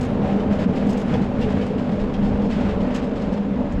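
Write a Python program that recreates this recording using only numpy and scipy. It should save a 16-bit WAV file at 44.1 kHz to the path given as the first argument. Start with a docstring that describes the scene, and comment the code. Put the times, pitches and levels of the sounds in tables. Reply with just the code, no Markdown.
"""A truck-mounted salt spreader runs in an open yard, heard from a step or two behind it.
From the start a wavering motor hum and jolted, resonating panels drone in the steel hopper, over truck and gust noise.
Filtered grains make the chain drag, scrape, clank and clink, thickest with clinks near 0.9 s; panels sing and boom.
From 1.5 s the listener steps back for about a second: the hum shifts its balance and the chain's top treble dulls.
Clinks then come sparser, with a last small group near 2.95 s, while the machine keeps running to the end."""
import sys
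import numpy as np
from scipy import signal
from scipy.fft import rfft, irfft
from scipy.io import wavfile
from scipy.ndimage import uniform_filter1d, minimum_filter1d, map_coordinates

SR = 44100
rng = np.random.default_rng(int(sys.argv[2]) if len(sys.argv) > 2 else 0)


def wav_out(sig):
    """Save sig, one row per channel (or a flat mono array), as 16-bit PCM at SR to the path in sys.argv[1]."""
    wavfile.write(sys.argv[1], SR, np.round(np.clip(np.atleast_2d(sig).T, -1, 1) * 32767).astype(np.int16))


N = 167580  # 3.8 s

# motor hum lines: [f/Hz, level close by/dB, level after stepping back/dB]
HUM_LINES = [(66.6, -48, -43), (92.54, -39, -45.5), (141.5, -36.5, -44), (201.8, -29, -29.5),
             (247.2, -35.5, -36.5)]
# hopper panel resonances: [f/Hz, base width/Hz, relative level/dB]
PANEL_MODES = [(184.2, 30, -32), (200.2, 24.4, -31.5), (222.3, 6.95, -34), (245.7, 13, -29.5),
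               (275.9, 15, -34), (401.5, 13, -47), (438.6, 23.3, -38), (462.2, 10.5, -40),
               (488.6, 30.6, -35), (524.8, 29, -43.5), (570, 18.6, -37.5), (601.5, 12.7, -41.5),
               (621.8, 39, -42), (767, 30, -45.5)]
# ringing modes of the chain links: [f/Hz, base width/Hz, relative gain]
LINK_MODES = [(2030, 70, 0.31), (2590, 79, 0.78), (3180, 70, 0.63), (3650, 68, 0.62), (4380, 70, 0.42),
              (5140, 110, 0.45), (5170, 190, 0.75), (5960, 70, 0.32), (6500, 83, 0.91), (7060, 120, .6),
              (7770, 100, 0.47), (8932, 120, .3)]

# loudness shapes, used only as swings about their mean: [t/s, level/dB]
DRONE_SWELL = [(0.0, -27), (0.03, -22.5), (0.06, -27), (0.23, -22), (0.28, -25), (0.32, -22.5), (0.37, -18),
               (0.39, -28), (0.53, -17.5), (0.55, -24), (0.62, -24), (0.66, -21), (0.77, -28), (0.8, -18.5),
               (0.84, -22), (0.87, -16.5), (0.99, -27), (1.02, -30.5), (1.06, -22.5), (1.23, -20),
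               (1.25, -27.5), (1.47, -22.5), (1.5, -27), (1.55, -18.5), (1.6, -24), (1.84, -24),
               (1.85, -29.5), (1.88, -20.5), (1.97, -25), (2.17, -27), (2.21, -19), (2.34, -24),
               (2.45, -20), (2.51, -24), (2.66, -19.5), (2.69, -24), (3.27, -27), (3.29, -20.5),
               (3.35, -25.5), (3.61, -22.5), (3.63, -32), (3.66, -21), (3.69, -29.5), (3.8, -24)]  # hopper's drone
CLATTER_SWELL = [(0.0, -29), (0.06, -30.5), (0.21, -26), (1.02, -28), (1.06, -33), (1.15, -25), (1.18, -27),
                 (1.21, -28), (1.25, -30.5), (1.43, -27.5), (1.89, -31), (2.02, -30), (2.2, -32.5),
                 (2.26, -28.5), (2.48, -29.5), (2.55, -35), (2.58, -28.5), (2.86, -27), (2.91, -30),
                 (3.38, -29.5), (3.39, -36), (3.45, -32.5), (3.51, -33.5), (3.62, -28), (3.7, -34.5),
                 (3.8, -33.5)]  # panels' clatter
DRAG_SWELL = [(0.02, -37), (0.2, -46), (0.26, -33), (0.5, -47.5), (0.51, -31.5), (0.58, -43), (0.63, -26.5),
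              (0.68, -42), (0.95, -37.5), (1.05, -40), (1.13, -35), (1.24, -43), (1.33, -47), (1.43, -37.5),
              (1.45, -40.5), (1.62, -37), (1.77, -48), (2.01, -40.5), (2.04, -46.5), (2.43, -43.5),
              (2.48, -73), (2.5, -37), (2.71, -32.5), (2.77, -46.5), (2.93, -37.5), (2.96, -29),
              (3.07, -46.5), (3.33, -46), (3.34, -37), (3.38, -49.5), (3.78, -48)]  # how hard the chain drags on the trough
RUMBLE_SWELL = [(0.02, -33), (0.23, -30), (1.12, -35.5), (1.16, -22), (1.19, -27.5), (2.08, -37),
                (2.34, -22.5), (2.46, -34), (2.92, -31), (2.94, -39), (3.15, -32.5), (3.17, -41.5),
                (3.51, -34), (3.71, -38.5), (3.74, -20.5), (3.78, -30)]  # truck
GUST_SWELL = [(0.02, -36.5), (1.34, -38), (1.43, -26), (1.51, -40), (1.95, -42), (2.03, -24), (2.08, -37.5),
              (2.21, -28.5), (2.7, -37.5), (2.72, -29.5), (3.08, -42), (3.31, -33.5), (3.37, -53.5),
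              (3.42, -41.5), (3.68, -37), (3.78, -27)]  # gusts at the microphone
# centre level of the thin high ring: [t/s, level/dB]
HIGH_RING_LEVEL = [(0, -76), (.1, -71), (.22, -84), (.55, -88), (.7, -80), (1.08, -79), (1.2, -85),
                   (1.8, -84), (2.001, -89.5), (3.8, -89)]

# heavy knocks of the chain's bars on the hopper: [t/s, relative level/dB, brightness/dB per octave]
KNOCK_EVENTS = [(0.656, -2, -11), (0.797, -11, -7), (.855, -16, -8), (1.134, -15, 14), (1.870, -19, 2),
                (2.194, -20, -2), (2.44, -13.5, -6), (2.822, -12, -2), (3.495, -27, 2)]
# notes of rubbed panels: [t/s, length/s, f/Hz, centre level/dB]
SING_EVENTS = [(0.2, 0.15, 769.5, -32.5), (0.865, 0.33, 785, -39.5), (1.3, 0.49, 434.2, -29),
               (1.876, .25, 437, -28.5), (2.27, 0.25, 473.4, -28.5), (2.66, 0.19, 439.4, -32),
               (3.28, 0.21, 491, -32.5)]
# links scraping along the trough: [t/s, nominal length/s, relative level/dB]
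SCRAPE_EVENTS = [(0.234, 0.023, -52), (0.514, 0.087, -47), (0.585, 0.034, -44), (0.751, 0.062, -43),
                 (1.075, 0.092, -47.5), (1.21, 0.013, -42.5), (1.399, 0.028, -43.5), (1.489, 0.071, -45.5),
                 (1.616, 0.15, -52.5), (1.776, 0.094, -49), (1.908, .04, -48), (1.991, 0.016, -45),
                 (2.221, 0.086, -45), (2.411, .02, -48), (2.439, 0.06, -49), (2.496, 0.064, -44.5),
                 (2.6, .04, -50), (2.69, 0.022, -52), (2.9, 0.032, -51), (2.798, 0.018, -43.5),
                 (2.94, .035, -41.5), (3.02, 0.036, -47), (3.15, 0.045, -47), (3.208, 0.059, -48),
                 (3.313, .025, -52), (3.364, .02, -49.5)]
# bars clanking on the trough: [t/s, rise/s, relative level/dB, ring f/Hz]
CLANK_EVENTS = [(.29, 0.0063, -50, 1510), (.394, 0.0046, -43.5, 3050), (.606, 0.0065, -45.5, 2700),
                (1.135, .004, -37.5, 3390), (1.408, 0.018, -38.5, 2780), (1.61, 0.0049, -41.5, 3080),
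                (2.135, .005, -40, 3220), (2.506, 0.0072, -40.5, 3000), (2.685, .005, -42.5, 1900),
                (3.334, 0.0069, -48.5, 1640)]
# links clinking on the sprocket: [t/s, relative level/dB, f/Hz around which the link rings most]
CLINK_EVENTS = [(0.008, -44, 7000), (0.027, -48, 6000), (.048, -50, 6600), (.865, -50, 7040),
                (0.89, -44, 4930), (.902, -47.5, 7000), (0.926, -46, 6400), (0.971, -44, 6800),
                (.995, -52, 5900), (1.013, -50.5, 6000), (1.663, -55, 9100), (2.944, -42, 5500),
                (2.958, -45, 6500), (3.039, -54, 4420), (3.326, -52.5, 2600), (3.72, -54.5, 7000)]

# tone colours, only their shape counts: [f/Hz, relative level/dB]
CLATTER_COLOUR = [(40, -21.5), (150, 5.5), (310, 3), (375, 1), (420, 4), (620, -8.5), (680, -4.5),
                  (900, -4), (1300, -14), (2000, -28), (4000, -36.5), (10000, -78)]
DRAG_COLOUR = [(100, -43.5), (500, -18.5), (1000, 5), (1500, 6), (2100, 2), (2900, -1), (4000, -9.5),
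               (5200, -15), (6000, -18.5), (7400, -20.5), (9000, -31), (12000, -38.5), (15000, -68)]
SCRAPE_COLOUR = [(150, -41.5), (700, -14), (1500, 4.5), (3100, 2.5), (4200, -1.5), (5200, -5.5),
                 (6000, -11.5), (7400, -10.5), (9000, -23), (10800, -24.5), (12300, -27.5), (15000, -44.5)]
CLANK_COLOUR = [(400, -23.5), (1500, -11.5), (2300, 2.5), (3300, -0.5), (4200, -8), (5400, -10),
                (7500, -21), (12000, -33), (15000, -55)]
CLINK_COLOUR = [(300, -54), (1200, -21.5), (3000, 2), (5000, 0), (5900, -1.5), (6700, -4), (7700, -2.5),
                (9000, -13), (11000, -17.5), (12500, -16.5), (15000, -40)]
RUMBLE_COLOUR = [(30, -27), (65, 9.5), (90, 6), (125, 7.5), (250, -13), (1000, -67), (4000, -120)]
GUST_COLOUR = [(8, -9.5), (25, 4.5), (40, 0), (55, -3), (110, -18.5), (600, -73), (3000, -120)]

# layer trims in dB
LARGE_PANEL_DB, SMALL_PANEL_DB, CLATTER_DB, KNOCK_DB = -0.5, 2.5, -30.5, -2
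DRAG_DB, SCRAPE_DB, CLANK_RING_DB = -42.5, -1.5, -6.5
CLINK_DB, CLINK_RING_DB, RUMBLE_DB, GUST_DB = 1.5, -7.5, -35.5, -34.5
# rise and fall of the contacts in seconds
KNOCK_ATTACK_S, KNOCK_DECAY_S, CLANK_DECAY_S = 0.0079, 0.047, 0.022
CLINK_ATTACK_S, CLINK_DECAY_S = 0.004, 0.011
SCRAPE_ATTACK_S, SCRAPE_RELEASE_S = 0.011, 0.03
# chain jolts: median rate, unevenness of spacing (log spread), decay, share of the beat
LINK_PER_S, LINK_JITTER, LINK_DECAY_S, LINK_SHARE = 43, 0.25, 0.0047, 0.15
TROUGH_DECAY_S, TROUGH_SHARE = 0.0081, 0.95  # amplitude decay; share of the power smeared
EVEN_S, EVEN_SHARE = 0.06, 0.8  # averaging window; share of the level swings removed
# pitch spreads of the hum and the singing, as fractions of their frequency
HUM_WANDER, SING_WANDER = 0.01847, 0.01603
STEP_BACK_S, STEP_LENGTH_S = 1.5, 0.96
SHADE_HZ, SHADE_DB = 9300, -4
LIMIT_S, CEILING, TOP_HZ = 0.012, 0.4, 15200


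def undb(db):
    """Turn decibels into gain."""
    return 10 ** (np.asarray(db) / 20)


def unit(x):
    """Scale to an rms of 1."""
    return x / np.sqrt(np.mean(x ** 2) + 1e-18)


def seconds():
    """Time of every sample."""
    return np.arange(N) / SR


def follow(curve):
    """Interpolate a level curve over the whole scene."""
    times, levels = np.array(curve).T
    return np.interp(seconds(), times, levels)


def swell(curve, depth):
    """Ride the gain along a level curve about its mean, with its swings scaled by depth."""
    db = follow(curve)
    return undb(depth * (db - db.mean()))


def walk(rate):
    """Smooth random drift with an rms of 1, through rate knots per second."""
    knots = rng.standard_normal(1024)
    return unit(map_coordinates(knots, [seconds() * rate], mode="wrap"))


def colour(x, points):
    """Filter to a tone colour; white input keeps its power."""
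    hz, db = np.array(points).T
    f = np.maximum(np.fft.rfftfreq(2 * N, 1 / SR), 1)
    response = unit(undb(np.interp(np.log(f), np.log(hz), db)))
    return irfft(rfft(x, 2 * N) * response)[:N]


def even(x):
    """Even out slow swings of level, as under a constant drive."""
    power = uniform_filter1d(x ** 2, int(EVEN_S * SR)) + 1e-12
    return unit(x / power ** (EVEN_SHARE / 2))


def grains(per_s, scatter_db):
    """Dense tiny contacts of uneven strength, at an rms of 1."""
    hit = rng.random(N) < per_s / SR
    sign = np.sign(rng.standard_normal(N))
    strength = undb(scatter_db * np.clip(rng.standard_normal(N), -2, 2))
    return unit(hit * sign * strength)


def ring(x, hz, width):
    """One steep resonance: two equal two-pole sections in a row, at an rms of 1."""
    b, a = signal.iirpeak(hz, hz / width, fs=SR)
    return unit(signal.lfilter(b, a, signal.lfilter(b, a, x)))


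def strike(t, attack, decay):
    """Straight rise, then an exponential fall."""
    return np.minimum(t / attack, 1) * np.exp(-np.maximum(t - attack, 0) / decay)


def stepped_back():
    """How far the listener has stepped back, from 0 to 1."""
    return np.clip((seconds() - STEP_BACK_S) / STEP_LENGTH_S, 0, 1)


def hopper(beat):
    """Jolts of chain and spinner ring the panels: large ones drone with the motor, small ones clatter."""
    jolts = beat * grains(per_s=1500, scatter_db=0.5)
    large = panels(jolts, [mode for mode in PANEL_MODES if mode[0] < 350])
    small = panels(jolts, [mode for mode in PANEL_MODES if mode[0] >= 350])
    drone = motor() + undb(LARGE_PANEL_DB) * large
    rattle = colour(beat * grains(per_s=3500, scatter_db=0), CLATTER_COLOUR)
    clatter = undb(SMALL_PANEL_DB) * small + undb(CLATTER_DB) * rattle
    # evening resets the rms, so each part gets its own level back
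    drone = np.std(drone) * even(drone) * swell(DRONE_SWELL, depth=0.86)
    clatter = np.std(clatter) * even(clatter) * swell(CLATTER_SWELL, depth=0.83)
    return drone + clatter


def motor():
    """Wavering, fluttering sine lines whose balance changes with the listener's place."""
    out, away = 0, stepped_back()
    for hz, near_db, far_db in HUM_LINES:
        phase = 2 * np.pi * np.cumsum(hz * (1 + HUM_WANDER * walk(22.007))) / SR
        level_db = near_db + (far_db - near_db) * away + 5 * walk(30)  # 5 dB of flutter
        out = out + undb(level_db) * np.sqrt(2) * np.sin(phase)
    return out


def panels(jolts, modes):
    """Resonances shaken together, each at its own level."""
    return sum(undb(db) * panel(jolts, hz, width) for hz, width, db in modes)


def panel(jolts, hz, width):
    """One resonance of the hopper, already in motion, taking up more or less of the shaking."""
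    lead = SR // 4
    ringing = ring(np.r_[jolts[-lead:], jolts], hz, 1.47 * width)[lead:]
    return unit(ringing * undb(1.17 * walk(7)))


def link_beat():
    """Uneven jolts of the running chain, each dying away quickly, on a steady base."""
    spacing, strength = rng.standard_normal((400, 2)).T
    starts = np.cumsum(np.exp(LINK_JITTER * spacing)) / LINK_PER_S - 1  # already running at 0 s
    t = seconds()
    latest = np.searchsorted(starts, t) - 1
    jolts = unit(undb(5.7 * strength[latest]) * np.exp(-(t - starts[latest]) / LINK_DECAY_S))
    return unit(1 - LINK_SHARE + LINK_SHARE * jolts)


def knocks():
    """A heavy, soft blow makes all the panels boom for a moment, as slightly detuned sines."""
    out, t = np.zeros(N + SR), np.arange(SR // 4) / SR
    shape = strike(t, KNOCK_ATTACK_S, KNOCK_DECAY_S)
    for s, db, tilt_db in KNOCK_EVENTS:
        detune = 1 + 0.03 * rng.standard_normal(len(PANEL_MODES))
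        boom = np.zeros(len(t))
        for (hz, _, level_db), shift in zip(PANEL_MODES, detune):
            tone = np.sin(2 * np.pi * hz * shift * (t - KNOCK_ATTACK_S))
            boom += undb(level_db + tilt_db * np.log2(hz)) * tone
        start = int(s * SR)
        out[start:start + len(t)] += undb(db + KNOCK_DB) * shape * boom / np.abs(boom).max()
    return out[:N]


def singing():
    """Rubbed by the chain, a panel holds one wavering note for a moment."""
    t, out = seconds(), np.zeros(N)
    for s, length, hz, db in SING_EVENTS:
        arch = np.sqrt(np.abs(np.sin(np.pi * np.clip((t - s) / length, 0, 1))))
        phase = 2 * np.pi * np.cumsum(hz * (1 + SING_WANDER * walk(25))) / SR
        out += undb(db + 2 * walk(9.8)) * arch * np.sin(phase)
    return out


def chain(beat):
    """All contacts of the chain; stepping back from the trough's mouth shades the top treble."""
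    contacts = steel(chain_drag(beat), 0.13) + steel(scrapes(), 0.54) + clinks() + clanks()
    high_pass = signal.butter(4, SHADE_HZ, "high", fs=SR, output="sos")
    top = signal.sosfiltfilt(high_pass, contacts)
    return contacts + (undb(SHADE_DB * stepped_back()) - 1) * top


def steel(x, amount):
    """Add the ringing of the chain links to a contact sound."""
    ringing = 0
    for hz, width, gain in LINK_MODES:
        b, a = signal.iirpeak(hz, hz / width, fs=SR)
        ringing = ringing + gain * signal.lfilter(b, a, x)
    return x + amount * ringing


def trough(x):
    """Dense reflections between the steel walls smear each contact into a short hiss."""
    fade = np.exp(-2 / (TROUGH_DECAY_S * SR))
    power = signal.lfilter([1 - fade], [1, -fade], x ** 2)
    tail = np.sqrt(power) * rng.standard_normal(N)
    return np.sqrt(1 - TROUGH_SHARE) * x + np.sqrt(TROUGH_SHARE) * tail


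def chain_drag(beat):
    """Steel and grit grind along the trough as a run of smeared grains, now harder, now lighter."""
    grit = trough(np.sqrt(beat) * grains(per_s=4500, scatter_db=2.5))
    return undb(DRAG_DB) * swell(DRAG_SWELL, depth=0.45) * colour(grit, DRAG_COLOUR)


def scrapes():
    """A link catches and rasps briefly: smeared grains with a fast random flutter of level."""
    t, push = seconds(), np.zeros(N)
    for s, length, db in SCRAPE_EVENTS:
        rise = np.clip((t - s) / SCRAPE_ATTACK_S, 0, 1)
        release = SCRAPE_RELEASE_S + length / 4
        push += undb(db) * rise * np.exp(-np.maximum(t - s - length / 2, 0) / release)
    rasp = unit(undb(1.5 * walk(110)))
    grit = trough(grains(per_s=2400, scatter_db=2))
    return undb(SCRAPE_DB) * colour(push * rasp * grit, SCRAPE_COLOUR)


def clanks():
    """A bar strikes the trough: a rough crash of steel with a brief ring of its own."""
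    t = np.arange(SR // 5) / SR
    crashes, rings = np.zeros(N + SR), np.zeros(N + SR)
    chatter = np.resize(grains(per_s=6500, scatter_db=2), N + SR)
    for s, rise, db, hz in CLANK_EVENTS:
        span = slice(int(s * SR), int(s * SR) + len(t))
        push = undb(db) * strike(t, rise, CLANK_DECAY_S) * chatter[span]
        crashes[span] += push
        rings[span] += np.std(push) * ring(push, hz, width=170)
    return colour(crashes[:N], CLANK_COLOUR) + undb(CLANK_RING_DB) * rings[:N]


def clinks():
    """Bright, chattering metal contacts; each rings a different part of the link's modes."""
    t = np.arange(SR // 6) / SR
    shape = strike(t, CLINK_ATTACK_S, CLINK_DECAY_S)
    contacts, rings = np.zeros(N + SR), np.zeros(N + SR)
    chatter = np.resize(grains(per_s=7600, scatter_db=7), N + SR)
    for s, db, centre in CLINK_EVENTS:
        span = slice(int(s * SR), int(s * SR) + len(t))
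        push = undb(db) * shape * chatter[span]
        modes = 0
        for hz, width, gain in LINK_MODES:
            nearness = np.exp(-(np.log2(hz / centre) / 0.3) ** 2)  # 0.3 octaves to 1/e
            modes = modes + gain * nearness * ring(push, hz, 2 * width)
        contacts[span] += push
        rings[span] += np.std(push) * unit(modes)
    return undb(CLINK_DB) * colour(contacts[:N], CLINK_COLOUR) + undb(CLINK_RING_DB) * rings[:N]


def high_ring():
    """A faint, thin steel ring: one sine, trembling in pitch and level, that sinks unevenly."""
    phase = 2 * np.pi * np.cumsum(10001 + 4.5 * walk(30)) / SR  # Hz, with its spread in Hz
    return undb(follow(HIGH_RING_LEVEL) + 2.5 * walk(25)) * np.sqrt(2) * np.sin(phase)


def truck_rumble():
    """Low rumble of the truck: evened, coloured noise that swells and sinks."""
    noise = even(colour(rng.standard_normal(N), RUMBLE_COLOUR))
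    return undb(RUMBLE_DB) * swell(RUMBLE_SWELL, depth=0.97) * noise


def gusts():
    """Light gusts at the microphone: very low noise in uneven puffs."""
    noise = even(colour(rng.standard_normal(N), GUST_COLOUR))
    return undb(GUST_DB) * swell(GUST_SWELL, depth=1) * noise


def scene():
    """All parts of the running spreader at one microphone."""
    beat = link_beat()  # shared by the hopper and the dragging chain
    machine = hopper(beat) + knocks() + singing() + chain(beat) + high_ring()
    return (machine + truck_rumble() + gusts())[None, :]


def record(dry):
    """The recorder eases the loudest peaks down and cuts the top."""
    size = int(LIMIT_S * SR)
    gain = np.minimum(1, CEILING / (np.abs(dry) + 1e-9))
    gain = minimum_filter1d(gain, 2 * size)  # hold the reduction around each peak
    gain = uniform_filter1d(uniform_filter1d(gain, size), size)
    low_pass = signal.ellip(8, 0.2, 70, TOP_HZ, fs=SR, output="sos")
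    return signal.sosfilt(low_pass, gain * dry)


dry = scene()
out = record(dry)
wav_out(out)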